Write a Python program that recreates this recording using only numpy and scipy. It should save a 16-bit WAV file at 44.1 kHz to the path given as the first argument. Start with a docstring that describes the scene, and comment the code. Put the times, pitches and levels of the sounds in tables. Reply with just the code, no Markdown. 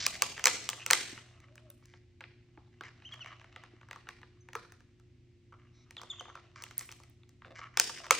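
"""Monkey chewing a plastic bottle

A monkey on a quilted bed bites and turns a crumpled bottle close to a phone's two ports, in a bare room.
Creases snap and ring modes of the thin wall; runs of tiny ticks make the crinkling and the rustle of cloth.
A monkey chirps in short bending notes and coos softly, both from swept sines. Filtered noise tails
let the walls answer, over the wavering lines of a household machine, room air and an early low rumble."""
import sys
import numpy as np
from scipy import signal
from scipy.fft import rfft, irfft, next_fast_len
from scipy.io import wavfile
from scipy.ndimage import uniform_filter1d

SR = 44100
rng = np.random.default_rng(int(sys.argv[2]) if len(sys.argv) > 2 else 0)


def master_out(mix):
    """Clip the mix to full scale and print it as 16-bit PCM to the path in sys.argv[1]."""
    frames = np.transpose(np.atleast_2d(mix))
    ceiling = np.clip(frames, -1, 1)
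    pcm = np.round(ceiling * 32767).astype(np.int16)
    wavfile.write(sys.argv[1], SR, pcm)


N = 361179

# resonances of the crinkling plastic: (frequency [Hz], level [dB])
FOLD_MODES = [(680, -4.5), (1190, -1.5), (1750, -3), (2080, 3), (2650, 3), (3500, -6)]


def undb(db):
    """Decibels to an amplitude factor."""
    return 10 ** (np.asarray(db) / 20)


def unit(x):
    """Scale to an rms of 1."""
    return x / np.sqrt(np.mean(x ** 2))


def along(table):
    """Columns of a time curve at every sample."""
    s, *columns = np.transpose(table)
    return [np.interp(np.arange(N) / SR, s, c) for c in columns]


def across(table, size):
    """A (frequency, value) curve on the bins of a transform of that size."""
    hz, value = np.transpose(table)
    bin_hz = np.arange(size // 2 + 1) * SR / size
    return np.interp(np.log(bin_hz + 1), np.log(hz + 1), value)


def band(x, lo_hz, hi_hz):
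    """Keep one band of frequencies."""
    return signal.sosfilt(signal.butter(2, [lo_hz, hi_hz], "bandpass", fs=SR, output="sos"), x)


def walk(rate):
    """Random wander with an rms of 1, drawn anew `rate` times a second and smoothed."""
    k = int(SR / rate)
    steps = np.repeat(rng.standard_normal(N // k + 1), k)
    return unit(uniform_filter1d(uniform_filter1d(steps, k), k)[:N])


def gate(s, length, rise, fall):
    """Straight rise from time s and straight fall to the end, all in seconds."""
    t = np.arange(N) / SR
    return np.clip(np.minimum((t - s) / rise, (s + length - t) / fall), 0, 1)


def slips(rate, spread_db, hiss):
    """Tiny ticks of uneven size, on average `rate` a second, over a soft hiss."""
    strength = undb(spread_db * np.minimum(rng.exponential(size=N), 4))
    ticks = (rng.random(N) < rate / SR) * rng.standard_normal(N) * strength
    return unit(ticks) + hiss * rng.standard_normal(N) * undb(3 * walk(60))


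def fold(drive):
    """Ticks ring each mode of a fold, and a treble band."""
    modes = [undb(db) * unit(band(drive, hz / 1.13, hz * 1.13)) for hz, db in FOLD_MODES]
    treble = band(band(drive, 2500.0, 6700.0), 2500.0, 6700.0)
    return np.array(modes), unit(treble)


def snaps():
    """A crease jumps and rings new wall modes each time; returns the near sound and what the walls receive."""
    # creases that snap, sharpness being the edge modes relative to the wall:
    # (time [s], wall peak [dB], strongest wall mode [Hz], sharpness [dB])
    creases = [(0.0649, -18, 2450, 8.5), (0.2214, -14, 2285, 5), (0.2286, -28, 1200, -4),
               (0.3782, -30, 1900, -11), (0.3944, -29.5, 1780, -6), (0.441, -21.5, 2570, 6.5),
               (0.4563, -10.5, 2220, 5.5), (0.4658, -18, 1110, -24), (0.47, -12, 2320, 2),
               (0.48, -19.5, 2430, 1), (0.6899, -21, 2970, 4), (0.6994, -33.5, 3300, 10),
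               (0.731, -26.5, 2700, -18.5), (0.863, -23, 2580, 2.5), (0.9037, -14.5, 2290, -5),
               (0.9093, -11.5, 1790, 6), (0.9322, -11.5, 2100, 3), (1.1769, -37, 1900, -18),
               (1.402, -53.5, 2000, 0), (1.484, -55.5, 2370, -19.5), (1.5557, -50, 1664, 3.5),
               (1.579, -43.5, 2500, -13), (1.703, -52, 3650, 2), (1.825, -59, 1327, -15),
               (1.856, -62.5, 2920, 14.5), (1.938, -42, 1942, -25.5), (2.2073, -35.5, 2244, -15),
               (2.212, -38.5, 1580, -25.5), (2.2394, -35.5, 2050, -31.5), (2.575, -45.5, 876, -34),
               (2.8093, -31.5, 1598, -13), (2.836, -36.5, 2030, -13.5), (3.022, -45, 2460, -22),
               (3.14, -38, 1840, -8), (3.193, -45, 1896, -18), (3.26, -34, 2240, -12.5),
               (3.4144, -45, 1694, -14.5), (3.4434, -44.5, 1480, -12.5), (3.5614, -33, 2000, -16),
               (3.637, -38, 1700, -14.5), (3.813, -46.5, 1480, -15), (3.8312, -46, 1720, -24),
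               (3.8866, -44.5, 1400, -12.5), (3.9107, -30, 1970, -11.5), (3.93, -37.5, 1950, -8),
               (3.96, -37, 1188, -11.5), (4.0705, -41, 1520, -23), (4.0887, -32.5, 1830, -6.5),
               (4.107, -47, 2180, -9), (4.216, -48, 2000, -9.5), (4.231, -40, 1723, -33.5),
               (4.4871, -37.5, 1780, -14), (4.532, -37, 1900, -6), (4.5524, -25, 1240, -9),
               (4.7211, -45.5, 1763, -1.5), (4.805, -53.5, 1653, -5.5), (4.998, -59.5, 1300, -0.5),
               (5.525, -51, 970, -16.5), (5.908, -41.5, 2240, -2), (5.9675, -34, 3360, -14.5),
               (5.9953, -45, 1057, -11), (6.0155, -38, 1100, -0.5), (6.0335, -37, 977, -8),
               (6.2085, -32.5, 1100, -12), (6.255, -39.5, 1110, -32), (6.2822, -45, 836, -27),
               (6.354, -35, 1373, -11.5), (6.374, -43.5, 1280, -40.5), (6.6224, -44, 940, 9),
               (6.638, -33.5, 2770, 1), (6.665, -41.5, 2010, -22), (6.71, -39, 2140, -6),
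               (6.7778, -55, 2000, 13), (6.7931, -42.5, 2000, 14.5), (6.81, -35.5, 2040, 0),
               (6.8905, -38.5, 2610, -13), (6.908, -47, 2150, -24), (6.916, -44.5, 2470, 8.5),
               (6.923, -40, 2620, -0.5), (7.001, -48.5, 900, -3.5), (7.035, -51, 2220, 3),
               (7.2334, -51.5, 3530, -31.5), (7.292, -58.5, 2000, 6.5), (7.42, -44.5, 1630, -26),
               (7.4474, -40.5, 1520, -43), (7.591, -36.5, 1230, -37), (7.7724, -17, 2270, 2.5),
               (7.7834, -34, 3300, -11), (7.7981, -13, 2500, 9), (7.8961, -28, 1430, -9),
               (8.066, -33, 1920, -8.5), (8.108, -5.5, 2185, -0.5)]
    # thin ticks that ring the top modes alone, perhaps claws on the plastic: (time [s], peak [dB])
    claw_ticks = [(1.7016, -36), (4.5566, -38), (4.722, -46), (6.78, -12), (7.098, -46.5)]
    # crowds of modes, in the order wall, body, edge, top; the wall's own decay is set further down:
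    # (from [Hz], to [Hz], t60 [s], rise at the upper limit [s])
    zones = [(900, 4000, .013, .0003), (400, 1300, .045, .0015), (4000, 9000, .008, .0002),
             (9300, 15600, .005, .0002)]
    # modes of the hollow body, kept through all crumpling: (frequency [Hz], level [dB])
    body_modes = [(440, -4), (560, -4), (720, -5), (890, -3), (1180, -1)]
    edge_hz = 6160  # strongest edge mode
    wall_t60_s = 0.013  # at 2 kHz
    top_db, top_knee_db, top_fade = -3, -5.5, 0.31  # relative to the edge; fade is dB per dB below the knee
    body_room_db = -4  # the body reaches the walls more weakly

    t = np.arange(2048) / SR
    direct, spread = np.zeros(N + 2048), np.zeros(N + 2048)
    clicks = [band(band(t == 0, lo / 1.2, hi * 1.2), lo / 1.2, hi * 1.2) for lo, hi, *_ in zones]

    blows = [(s, 3, db, None) for s, db in claw_ticks]  # (time [s], zone, peak [dB], strongest mode [Hz])
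    for s, db, wall_hz, sharp_db in creases:
        # large creases ring low and move the body more
        body_db = -8.5 - 6.5 * np.log2(wall_hz / 1000)
        # the extreme treble falls away more quickly below a set sharpness
        top_rel_db = top_db + sharp_db - top_fade * max(top_knee_db - sharp_db, 0)
        blows += [(s, 0, db, wall_hz), (s, 1, db + body_db, None),
                  (s, 2, db + sharp_db, edge_hz), (s, 3, db + top_rel_db, None)]

    draws = rng.random((len(blows), 3, 12, 1))
    for (s, zone, db, centre), (place, turn, size) in zip(blows, draws):
        i, click = int(s * SR), clicks[zone]
        lo_hz, hi_hz, t60, rise = zones[zone]
        hz = lo_hz * (hi_hz / lo_hz) ** ((np.arange(12)[:, None] + place) / 12)
        size = .5 + size
        if centre:  # modes near the size of the crease take most of the blow
            own = np.abs(np.log(hz / centre)).argmin()
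            hz[own], size[own] = centre, 1.6
            size = size * undb(-8.0 * np.abs(np.log2(hz / centre)))
            # large creases send little treble
            broad = 2.7 * min(centre / 3200.0, 1) ** 1.6 * click
            click = band(click, centre / 1.334, centre * 1.53) + broad
        if zone == 0:
            t60 = wall_t60_s * np.sqrt(2000 / hz)  # low modes ring longer
        if zone == 1:
            body_hz, mode_db = np.transpose(body_modes)[..., None]
            hz = body_hz * (1 + .05 * (place[:5] - .5))
            size, turn = size[:5] * undb(mode_db), turn[:5]
        swell = 1 - np.exp(-t / (rise * (hi_hz / hz) ** 0.55))  # low modes come late
        decay = np.exp(-np.log(1000) * t / t60)
        ring = (size * swell * np.sin(2 * np.pi * (hz * t + 0.6 * turn)) * decay).sum(0)
        ring *= undb(db) / np.abs(ring).max()
        direct[i:i + 2048] += ring
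        # summed over all directions the single modes partly blur into one broad band
        blurred = unit(click) * np.std(ring) + 0.7 * ring
        spread[i:i + 2048] += blurred * undb(body_room_db * (zone == 1))
    return band(direct[:N], 380., 19000.), spread[:N]  # so small a wall radiates no bass


def crinkles():
    """Grainy crinkling from tiny ticks through resonances, and at the very start the fading tail of a crack."""
    # crinkling, the first row being the tail of a crack, treble relative to the level:
    # (time [s], length [s], level [dB], strongest mode [Hz], treble [dB])
    grains = [(0, 0.071, -46.5, 1760, 9), (0.124, 0.043, -47, 2090, -0.5), (0.37, 0.042, -49, 1620, -10),
              (0.797, 0.043, -49, 2750, -13), (1.828, 0.15, -71, 2000, -3), (2.84, 0.056, -53, 1670, -13.5),
              (3.11, 0.058, -58.5, 1530, -6.5), (3.268, 0.036, -54, 1670, -15),
              (3.305, 0.039, -51, 1410, -37), (4.075, 0.012, -61.5, 1540, -20),
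              (5.523, 0.03, -58.5, 1188, -32), (5.586, 0.09, -71, 1508, -21),
              (6.13, 0.016, -57.5, 1320, -18), (6.18, 0.021, -59.5, 1200, -22),
              (6.284, 0.032, -56.5, 1300, -23), (6.558, 0.073, -54.5, 1490, -7),
              (6.681, 0.011, -66, 2000, 3), (6.77, 0.092, -61, 1870, 0), (7.548, 0.061, -53.5, 1700, -7.5),
              (7.614, 0.033, -47, 1410, -27.5), (7.65, 0.029, -53, 1500, -25),
              (7.737, 0.036, -59, 1470, -14.5), (7.961, 0.03, -50, 1880, -9),
              (8.034, 0.031, -49.5, 1400, -6)]
    focus_db_per_octave = -18  # modes far from the strongest are hardly driven
    modes, treble = fold(slips(rate=800, spread_db=1.5, hiss=.45))
    mode_hz = np.array(FOLD_MODES)[:, 0]
    out = np.zeros(N)
    for s, length, db, centre_hz, treble_db in grains:
        share = undb(focus_db_per_octave * np.abs(np.log2(mode_hz / centre_hz)))
        grain = unit(share @ modes) + undb(treble_db) * treble
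        out += gate(s, length, 0.00055, 0.0054) * undb(db) * grain
    return out


def rattles():
    """A fold slips at a nearly even pace, each slip a click into its modes."""
    # short rattles, each slip's level varying at random around the one given:
    # (time [s], length [s], slip rate [1/s], level [dB])
    runs = [(7.455, 0.031, 190, -43), (7.506, 0.018, 170, -41.5)]
    drive, t = np.zeros(N), np.arange(512) / SR
    for s, length, rate, db in runs:
        times = s + np.arange(0, length, 1 / rate)
        times += .12 / rate * rng.standard_normal(len(times))
        drive[(times * SR).astype(int)] = undb(db + 2 * rng.standard_normal(len(times)))
    ring = sum(hz ** -0.8 * np.sin(2 * np.pi * hz * t) * np.exp(-t / 0.0015) for hz, _ in FOLD_MODES)
    return signal.fftconvolve(drive, ring / np.abs(ring).max())[:N]


def low_tones():
    """Low body tones, alone or under a snap, swell for a few ms and die."""
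    # low tones: (time [s], approximate peak [dB], frequency [Hz])
    tones = [(1.128, -43.5, 274), (2.577, -48, 315), (2.809, -50.5, 333), (3.736, -50.5, 340),
             (4.557, -38, 470.5), (8.111, -23, 522)]
    t = np.arange(N) / SR
    out = np.zeros(N)
    for s, db, hz in tones:
        u = np.maximum(t - s, 0)
        swell = (1 - np.exp(-u / 0.0038)) * np.exp(-u / 0.0041)
        out += undb(db + 11.5) * swell * np.sin(2 * np.pi * hz * u)  # 11.5 dB make up for the slow swell
    return out


def rustle():
    """Paws and fur slide over cloth: finer, softer slips whose modes come and go as the folds shift."""
    # rustle, before the treble is added: (time [s], level [dB])
    sliding = [(0.0, -56.5), (1.0, -61), (1.39, -68), (2.03, -91), (2.78, -75.5), (3.19, -62),
               (5.29, -93.5), (5.95, -72), (6.11, -65), (6.95, -75), (7.44, -91), (7.64, -83),
               (8.03, -55.5), (8.19, -63)]
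    modes, treble = fold(slips(rate=350, spread_db=2.6, hiss=.6))
    middle = sum(mode * undb(2.5 * walk(25)) for mode in modes)
    return undb(along(sliding)[0]) * (unit(middle) + undb(-14.0) * treble)


def faint_hiss():
    """Noise through narrow resonances swells slowly and stops quickly."""
    # the hiss: (time [s], length [s], level before its bands are summed [dB])
    s, length, db = (5.725, 0.13, -76)
    # its resonances: (frequency [Hz], relative level [dB])
    resonances = [(2200, -3), (3950, -1), (5700, 0)]
    hiss = sum(undb(d) * unit(band(rng.standard_normal(N), hz / 1.08, hz * 1.08)) for hz, d in resonances)
    return undb(db) * gate(s, length, 0.028, 0.012) * hiss


def chirps():
    """Short whistled notes whose pitch bends along a parabola; the overtones flutter."""
    # monkey chirps, octave and half-pitch relative to the note: (time [s], length [s], start pitch [Hz],
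    # middle pitch [Hz], end pitch [Hz], level before the swell [dB], octave [dB], half-pitch [dB])
    notes = [(3.047, 0.043, 2540, 3170, 2570, -47, -17, -42.5),
             (3.121, 0.021, 3270, 3230, 2740, -43, -20, -44),
             (3.205, 0.032, 3100, 2870, 2480, -43.5, -16, -17),
             (4.405, 0.021, 6180, 6160, 5780, -66, -41, -44.5),
             (5.978, 0.016, 3730, 3350, 2950, -43.5, -13.5, -44.5),
             (6.099, 0.023, 3640, 3460, 3100, -36.5, -10, -43),
             (6.194, 0.013, 3280, 3090, 2780, -41, -12, -34.5)]
    out, flutter = np.zeros(N), undb(4 * walk(300))
    for s, length, start_hz, mid_hz, end_hz, db, octave_db, half_db in notes:
        i, u = int(s * SR), np.linspace(0, 1, int(length * SR))
        hz = np.polyval(np.polyfit([0, .5, 1], [start_hz, mid_hz, end_hz], 2), u)
        phase = 2 * np.pi * np.cumsum(hz) / SR
        swell = np.clip(np.minimum(u / 0.17, (1 - u) / 0.15), 0, 1) * (1 - 0.55 * u)
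        hoarse = swell * flutter[i:i + len(u)]
        octave = undb(octave_db) * np.sin(2 * phase)
        half = undb(half_db) * (np.sin(phase / 2) + .5 * np.sin(3 * phase / 2))
        voice = undb(db) * (np.sin(phase) + hoarse * (octave + half))
        out[i:i + len(u)] += np.sqrt(2) * swell * voice
    return out


def coo():
    """A near-pure voice with soft ends, wavering in pitch and level."""
    # the soft coo, before its wavering: (time [s], pitch [Hz], level [dB])
    contour = [(1.47, 561, -75.5), (1.54, 639, -69.5), (1.581, 598, -70.5), (1.628, 639, -69.5),
               (1.697, 586, -69), (1.74, 540, -73)]
    hz, db = along(contour)
    t = np.arange(N) / SR
    ends = np.clip(np.minimum(t - contour[0][0], contour[-1][0] - t) / 0.021 + .5, 0, 1)
    phase = 2 * np.pi * np.cumsum(hz * (1 + 0.032 * walk(180))) / SR
    return ends * np.sqrt(2) * undb(db + 2.9 * walk(66)) * np.sin(phase)


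def near(x):
    """A near source reaches the phone's two ports with a phase lead that changes with pitch."""
    # phase by which the left port leads: (frequency [Hz], lead [rad])
    port_lead = [(0, 0), (1000, .35), (4900, .4), (5700, -.6), (7000, -1.1), (9800, -2.6), (14800, -3.9),
                 (16600, -4.8)]
    size = next_fast_len(N + 4096)
    lead = np.exp(.5j * across(port_lead, size))
    return irfft(rfft(x, size) * np.array([lead, lead.conj()]), size)[:, :N]


def widen(noise):
    """Two unrelated noises become mid and side, in a balance chosen for each pitch."""
    # chosen side-to-mid balance of the tail and air, almost all side in the top treble:
    # (frequency [Hz], side minus mid [dB])
    width = [(60, -20), (200, -11), (700, -4), (1300, -12), (2400, -6), (4400, -3), (8800, -1), (9800, 40)]
    size = noise.shape[1]
    share = undb(across(width, size))
    weights = np.array([np.ones_like(share), share]) / np.sqrt(1 + share ** 2)
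    mid, side = irfft(rfft(noise) * weights, size)
    return np.array([mid + side, mid - side])


def room(x):
    """Bare walls: after a short gap a dense tail that dies band by band."""
    # the walls' answer, level of the noise before its band filter: (frequency [Hz], level [dB], t60 [s])
    answer = [(227, -32, 0.83), (520, -32, 0.54), (975.4, -36, 0.24), (2000, -45, 0.63),
              (4440, -42.5, 0.62), (6550, -46, 0.59), (11300, -45.5, 0.49)]
    gap_s, rise_s = 0.0053, 0.0025
    t = np.arange(int(.8 * SR)) / SR
    tail = 0
    for hz, db, t60 in answer:
        noise = band(rng.standard_normal((2, len(t))), hz / 1.44, hz * 1.395)
        tail = tail + undb(db) * np.exp(-np.log(1000) * t / t60) * noise
    rise = np.clip((t - gap_s) / rise_s, 0, 1)
    rise = rise * undb(2.2 * walk(250)[:len(t)])  # clumps of echoes keep the tail grainy
    return signal.fftconvolve(x[None], widen(tail * rise), axes=1)[:, :N]


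def background():
    """A household motor hums in wavering lines over the air of the room."""
    # lines of the hum, before their wavering: (frequency [Hz], level [dB])
    hum_lines = [(91.5, -69.5), (118.4, -64), (242.2, -76.5), (355.3, -70.5)]
    # shape of the air noise: (frequency [Hz], relative density [dB])
    air_shape = [(15, -42), (25, -10), (118, -5.5), (197, -17.5), (304, -15), (358, -21), (445, -30),
                 (1220, -44), (2150, -33), (6210, -43), (16500, -65.5)]
    air_db = -64  # the whole air noise in each channel
    t = np.arange(N) / SR
    hum = np.zeros(N)
    for hz, db in hum_lines:
        level = np.sqrt(2) * undb(db + 2.0 * walk(7.4))
        hum += level * np.sin(2 * np.pi * (hz * t + rng.random() + 0.24 * walk(8.7)))
    air = irfft(rfft(rng.standard_normal((2, N))) * undb(across(air_shape, N)), N)
    return hum + widen(unit(air)) * undb(air_db)


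def rumble():
    """Low noise, perhaps the hand on the phone, that fades as the phone settles."""
    start_db, fade_s = -56, .4
    fade = np.exp(-np.arange(N) / SR / fade_s)
    return undb(start_db) * fade * unit(band(rng.standard_normal(N), 30., 220.))


def scene():
    """Near sounds at the two ports, the walls' answer to them, and the background."""
    direct, spread = snaps()
    soft = crinkles() + rattles() + faint_hiss() + rustle()
    calls, lows, moan = chirps(), low_tones(), coo()
    close = near(direct + soft + lows + calls + moan)
    # the chirping monkey faces away, so the walls carry more of it
    walls = room(spread + soft + undb(-18.0) * lows + undb(3) * calls + undb(-9) * moan)
    return close + walls + background() + rumble()


def record(dry):
    """The phone drops the deepest bass, rounds the loudest peaks and cuts the top."""
    top_hz = 16600
    dry = signal.sosfilt(signal.butter(2, 38., "highpass", fs=SR, output="sos"), dry)
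    return signal.sosfilt(signal.ellip(10, .2, 80, top_hz, fs=SR, output="sos"), np.tanh(dry))


dry = scene()
out = record(dry)
master_out(out)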